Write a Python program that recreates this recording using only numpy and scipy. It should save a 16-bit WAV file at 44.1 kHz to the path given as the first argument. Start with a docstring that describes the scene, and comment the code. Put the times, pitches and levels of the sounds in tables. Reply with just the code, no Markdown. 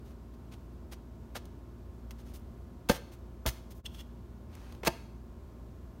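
"""A small kitchen: a dry horn sheath is worked onto the bony core of a skull on a towel on the stove.
Stick-slip on the bone makes it scrape, catching chips tick, and two palm slaps ring its hollow modes.
Twisted tight, it squeaks at the rim, then slides home with a knock. The stove top thumps under the load.
A refrigerator's compressor and fan hum behind it."""
import sys
import numpy as np
from scipy import signal
from scipy.fft import rfft, irfft, next_fast_len
from scipy.io import wavfile
from scipy.ndimage import map_coordinates

SR = 44100
rng = np.random.default_rng(int(sys.argv[2]) if len(sys.argv) > 2 else 0)


def int16_out(signal):
    """Quantize to a 16-bit WAV file."""
    q = np.round(np.clip(np.atleast_2d(signal).T, -1, 1) * 32767)
    wavfile.write(sys.argv[1], SR, q.astype(np.int16))


N = 264600

# Modes of the hollow sheath. Each row: frequency in Hz, width in Hz, loose level in dB, tight level in dB.
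SHEATH_MODES = [ (143.6, 42, 2, -9), (242, 107, -1, -10.5), (351, 23, -16, 0), (496, 55, 4, -16),
                (575.6, 23.5, 6, -12.5), (660, 31, 1, -2.5), (763, 32, -13, -12), (884, 33, -3, -2.5),
                (1034, 26, -21, -10), (1210, 47, 9, -29), (1592, 26, 3.5, -19), (1770, 20, -10, -9),
                (2120, 110, -23, -3), (2574, 130, -41, 5), (2890, 190, -40, -9), (3130, 89, -27, -18),
                (3450, 100, -20, -27), (3850, 47, -35, -17.5), (4380, 96, -7, -20), (5100, 8.7, -39, -13),
                (5200, 19, -43, -21), (6300, 950, -19, -26), ]


def knocks():
    """Each blow rings the sheath; a tighter fit shifts the weight among its modes."""
    # Each row: start in seconds, gain in dB, contact cut-off in Hz, tightness from 0 to 1.
    blows = [ (2.897, 25.5, 6000, 0.37), (2.9004, 29.5, 476, 0.44), (2.914, 14.5, 890, 0.81),
             (3.4560, 13.5, 1130, 0.23), (3.4640, 16.5, 1300, 0.66), (4.834, 6, 1500, 0.98),
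             (4.8766, 26, 1310, 0.87), ]
    out, impulse = np.zeros(N), signal.unit_impulse(SR // 4)
    for start_s, db, contact_hz, tight in blows:
        modes = [(hz, width_hz, loose_db + tight * (tight_db - loose_db) + rng.normal(0, 1))
                 for hz, width_hz, loose_db, tight_db in SHEATH_MODES]
        ring = filtered(impulse, lambda f: resonances(modes, f) / (1 + 1j * f / contact_hz) ** 2)
        add(out, start_s, amp(db) * ring)
    return out


def shoves(settle_after_s=0.03):
    """The sheath skids, crunches as it jams on the core, then creeps a little further."""
    # Each row: start and run-up in seconds, crunch, skid and settling levels in dB, tilt in dB/octave.
    pushes = [ (2.887, 0.0095, -24.5, -34.5, -45.5, -1.7), (3.4605, 0.0021, -29.5, -34.5, -59, 0),
              (4.8477, .0265, -21, -39, -61, -2), ]
    out, t = np.zeros(N), np.arange(SR // 3) / SR
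    for start_s, run_up_s, crunch_db, skid_db, settle_db, tilt_db in pushes:
        build_s = 0.55 * run_up_s
        crunch_tilt_db = tilt_db - 1  # heavier contact is duller
        skid = stroke(t, rise_s=0.0019, hold_s=0.028, t60_s=0.064) * friction(t, tilt_db)
        crunch = stroke(t, build_s, hold_s=0.0032, t60_s=0.028) * friction(t, crunch_tilt_db)
        settle = stroke(t, rise_s=0.0084, hold_s=0.042, t60_s=0.075) * friction(t, tilt_db)
        add(out, start_s, amp(skid_db) * skid)
        add(out, start_s + run_up_s - build_s, amp(crunch_db) * crunch)
        add(out, start_s + settle_after_s, amp(settle_db) * settle)
    return out


def squeaks(hold_s=0.0027, t60_s=0.03, even_db=-58.5):
    """Slips ring the thin rim in a tight twist; a rasp starts earlier and outlasts the squeal."""
    # Each row: start in seconds, squeal level in dB, build-up in seconds.
    twists = [(2.108, -52.5, 0.0011), (3.852, -36, .008), (3.939, -54, .009), (3.955, -49.5, .054)]
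    # Each row: frequency in Hz, width in Hz, level in dB.
    rim_modes = [(1790, 110, -18), (2820, 170, -4.5), (3310, 120, 1.5), (3450, 106, -1), (4220, 73, -9),
                 (5340, 110, -12.5), (6380, 170, -15.5), (8370, 300, -18)]
    out, t = np.zeros(N), np.arange(SR // 4) / SR
    for start_s, db, build_s in twists:
        squeal = unit(filtered(slips(t, rate_hz=1700, spread_db=0), lambda f: resonances(rim_modes, f)))
        add(out, start_s, amp(db) * stroke(t, build_s, hold_s, t60_s) * squeal)
        rasp_db = even_db + 0.39 * (db - even_db)
        rasp_build_s = 2.3 * build_s
        pressure = stroke(t, rasp_build_s, hold_s, 2.1 * t60_s)
        add(out, start_s + build_s - rasp_build_s, amp(rasp_db) * pressure * friction(t, tilt_db=-0.6))
    return out


def scrapes():
    """The sheath drags over bone; a longer stroke builds and lets go more slowly."""
    # Each row: start in seconds, level in dB, length in seconds, tilt in dB/octave.
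    drags = [ (0.033, -69, 0.084, -1), (0.332, -66, 0.014, -2), (0.510, -55.5, 0.033, -3.5),
             (0.911, -48.5, 0.024, -2), (1.346, -40.5, 0.025, -3), (2.176, -62.5, 0.035, -2),
             (2.241, -64.5, 0.071, -1.5), (2.328, -55, 0.039, 1.5), (3.11, -59.5, 0.033, -1),
             (3.528, -62.5, .06, -2.5), (3.700, -55, 0.022, 1), (3.738, -65, .045, 5),
             (4.481, -61, 0.25, -4), ]
    out, t = np.zeros(N), np.arange(SR // 2) / SR
    for start_s, db, length_s, tilt_db in drags:
        rise_s = 0.0049 + 0.2 * length_s
        pressure = stroke(t, rise_s, hold_s=max(length_s - rise_s, 0), t60_s=0.017 + 1.5 * length_s)
        add(out, start_s, amp(db) * pressure * friction(t, tilt_db))
    return out


def ticks(ref_t60_s=0.022, ref_db=-49.5, doubling_db=8):
    """A chip catches and snaps free; louder chips sound for longer."""
    # Each row: start in seconds, level in dB, tilt in dB/octave.
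    chips = [(1.455, -50.5, -1), (2.1085, -46, -1.5), (2.397, -57, 8), (4.552, -49.5, 0),
             (4.724, -50.5, -1.5), (4.75, -52, -3), (4.833, -38, -6)]
    out, t = np.zeros(N), np.arange(SR // 10) / SR
    for start_s, db, tilt_db in chips:
        t60_s = ref_t60_s * 2 ** ((db - ref_db) / doubling_db)
        add(out, start_s, amp(db - 60 * t / t60_s) * rasp(rng.standard_normal(len(t)), tilt_db))
    return out


def stroke(t, rise_s, hold_s, t60_s, start_db=-22):
    """Pressure builds, is held, then lets go."""
    swell_db = start_db * np.clip(1 - t / rise_s, 0, 1)
    fall_db = -60 * np.maximum(t - rise_s - hold_s, 0) / t60_s
    return amp(swell_db + fall_db)


def friction(t, tilt_db):
    """Ridged horn on bone: dense slips on a fine hiss, rms 1."""
    force = slips(t, rate_hz=3000, spread_db=1.0) + amp(-8.5) * rng.standard_normal(len(t))
    return rasp(force, tilt_db)


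def slips(t, rate_hz, spread_db):
    """Tiny stick-slip jerks at random moments, rms 1."""
    slipping = rng.random(len(t)) < rate_hz / SR
    size_db = spread_db * np.clip(rng.standard_normal(len(t)), -2, 2)
    direction = np.sign(rng.standard_normal(len(t)))
    return unit(slipping * direction * amp(size_db))


def rasp(force, tilt_db):
    """Dry keratin's colour, tilted by tilt_db per octave above 500 Hz, rms 1."""
    # Each row: frequency in Hz, relative density in dB.
    keratin_spectrum = [(100, -18), (400, -2), (900, 1), (2200, -0.5), (4000, -0.5), (6500, -2),
                        (7800, -6.5), (9200, -2), (10400, -6), (12500, -2.5), (16000, -4.5)]
    octaves = lambda f: np.log2(np.maximum(f, 500) / 4000)
    return unit(filtered(force, lambda f: amp(along(keratin_spectrum, f) + tilt_db * octaves(f))))


def hollow(x, ring=0.3, trim_db=-0.85):
    """Whatever rubs the sheath is reinforced at its modes."""
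    body = lambda f: 1 + ring * sum(resonances([(hz, width_hz, 0)], f) for hz, width_hz, *_ in SHEATH_MODES)
    return amp(trim_db) * filtered(x, body)


def thumps(attack_s=0.0017):
    """The towel passes only a soft push to the sheet-metal stove top."""
    # Each row: start in seconds, gain in dB, t60 in seconds.
    loads = [(2.898, -13, 0.028), (3.468, -20, 0.12), (4.877, -32, 0.054)]
    # Each row: frequency in Hz, level in dB.
    stove_modes = [(59, -0.5), (114, -6.5)]
    out, t = np.zeros(N), np.arange(SR // 2) / SR
    top = sum(amp(db) * np.sin(2 * np.pi * hz * t) for hz, db in stove_modes)
    for start_s, db, t60_s in loads:
        envelope = amp(db - 60 * t / t60_s) * (1 - np.exp(-t / attack_s))
        add(out, start_s, -envelope * top)
    return out


def kitchen(x, cutoff_hz=8000):
    """The room's diffuse echo; each frequency dies at its own speed."""
    # Each row: frequency in Hz, t60 in seconds.
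    decay_times = [(150, 0.43), (1000, 0.5), (4000, 0.6), (14000, 0.53)]
    hz, t, noise = signal.stft(rng.standard_normal(SR // 2), SR, nperseg=256)
    decay = amp(-60 * t / along(decay_times, hz)[:, None])
    tail = signal.istft(noise * decay, SR, nperseg=256)[1]
    tail = filtered(tail / np.linalg.norm(tail), lambda f: 1 / (1 + 1j * f / cutoff_hz))
    return signal.fftconvolve(x, np.pad(tail, (SR // 300, 0)))[:N]  # 3.3 ms pre-delay


def refrigerator(air_db=-50, swell_db=0.43):
    """Compressor buzz and fan tones over the rush of moving air."""
    # Each row of both: multiple of the shaft rate, level in dB.
    compressor_orders = [(1, -50), (2, -59.5), (3, -68.5), (4, -63.5), (6, -65.5), (7, -74), (9, -75.5),
                         (10, -81), (11, -76.5), (12, -80.5), (13, -80), (16, -79), (18, -75.5), (19, -93),
                         (20, -83), (21, -89.5), (22, -86), (23, -91), (24, -84), (25, -85.5), (29, -86.5)]
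    fan_orders = [(3, -81), (4, -67.5), (5, -73), (6, -70), (7, -71)]
    # Each row: frequency in Hz, relative density in dB.
    air_spectrum = [(20, -19), (36, -11.5), (45, -4), (62, 0), (72, -3), (83, 3.5), (100, -8), (128, -8),
                    (155, -12), (232, -7.5), (270, -12), (400, -16.5), (480, -22), (660, -22), (760, -29.5),
                    (900, -25.5), (1200, -30.5), (1900, -39), (5000, -45), (7000, -47), (10300, -51.5),
                    (12500, -48), (16000, -51.5)]
    air = unit(filtered(rng.standard_normal(N), lambda f: amp(along(air_spectrum, f))))
    tones = motor(compressor_orders, shaft_hz=58.9) + motor(fan_orders, shaft_hz=56.1)
    return tones + amp(air_db - swell_db * wobble(4.7)) * air


def motor(orders, shaft_hz, waver_db=1.0, drift_rad=0.02):
    """Harmonics locked to one slightly unsteady shaft."""
    angle = 2 * np.pi * shaft_hz * np.arange(N) / SR + drift_rad * wobble(2.03)
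    tone = lambda k: np.sqrt(2) * np.sin(k * angle + 2 * np.pi * rng.random())
    return sum(amp(db + waver_db * wobble(3.93)) * tone(k) for k, db in orders)


def amp(db):
    """Decibels to gain."""
    return 10 ** (np.asarray(db) / 20)


def unit(x):
    """Scale to rms 1."""
    return x / np.sqrt(np.mean(x ** 2) + 1e-20)


def along(points, hz):
    """(Hz, value) points read on a log axis."""
    knots_hz, values = np.transpose(points)
    return np.interp(np.log(hz + 1), np.log(knots_hz), values)


def wobble(rate_hz):
    """A smooth random curve, rate_hz knots a second."""
    knots = rng.standard_normal(int(N * rate_hz / SR) + 4)
    return map_coordinates(knots, [np.arange(N) * rate_hz / SR])


def filtered(x, response):
    """x through a complex response of frequency."""
    size = next_fast_len(len(x) + SR // 10)
    return irfft(rfft(x, size) * response(np.fft.rfftfreq(size, 1 / SR)), size)[:len(x)]


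def resonances(modes, f):
    """Causal response of (Hz, width in Hz, dB) modes of alternating sign."""
    return sum((-1) ** k * amp(db) * 1j * f * width_hz / (hz * hz - f * f + 1j * f * width_hz)
               for k, (hz, width_hz, db) in enumerate(modes))


def add(track, start_s, sound):
    """Mix a sound into the track."""
    part = track[round(start_s * SR):][:len(sound)]
    part += sound[:len(part)]


def scene(echo_db=-16.5):
    """Close handling noises, their echo, the stove top and the hum."""
    handling = hollow(scrapes() + shoves() + ticks()) + squeaks() + knocks()
    return (handling + amp(echo_db) * kitchen(handling) + thumps() + refrigerator())[None]


def record(dry, low_cut_hz=34, top_hz=15800, dip_at_s=3.826, dip_half_s=0.023, dip_db=-22.5):
    """One brief dip in level, the microphone's low cut and the band limit."""
    dip = np.maximum(1 - np.abs(np.arange(N) / SR - dip_at_s) / dip_half_s, 0)
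    dipped = dry[0] * amp(dip_db * dip)
    low_cut = signal.butter(2, low_cut_hz, "highpass", fs=SR, output="sos")
    return filtered(signal.sosfilt(low_cut, dipped), lambda f: f < top_hz)[None]


dry = scene()
out = record(dry)
int16_out(out)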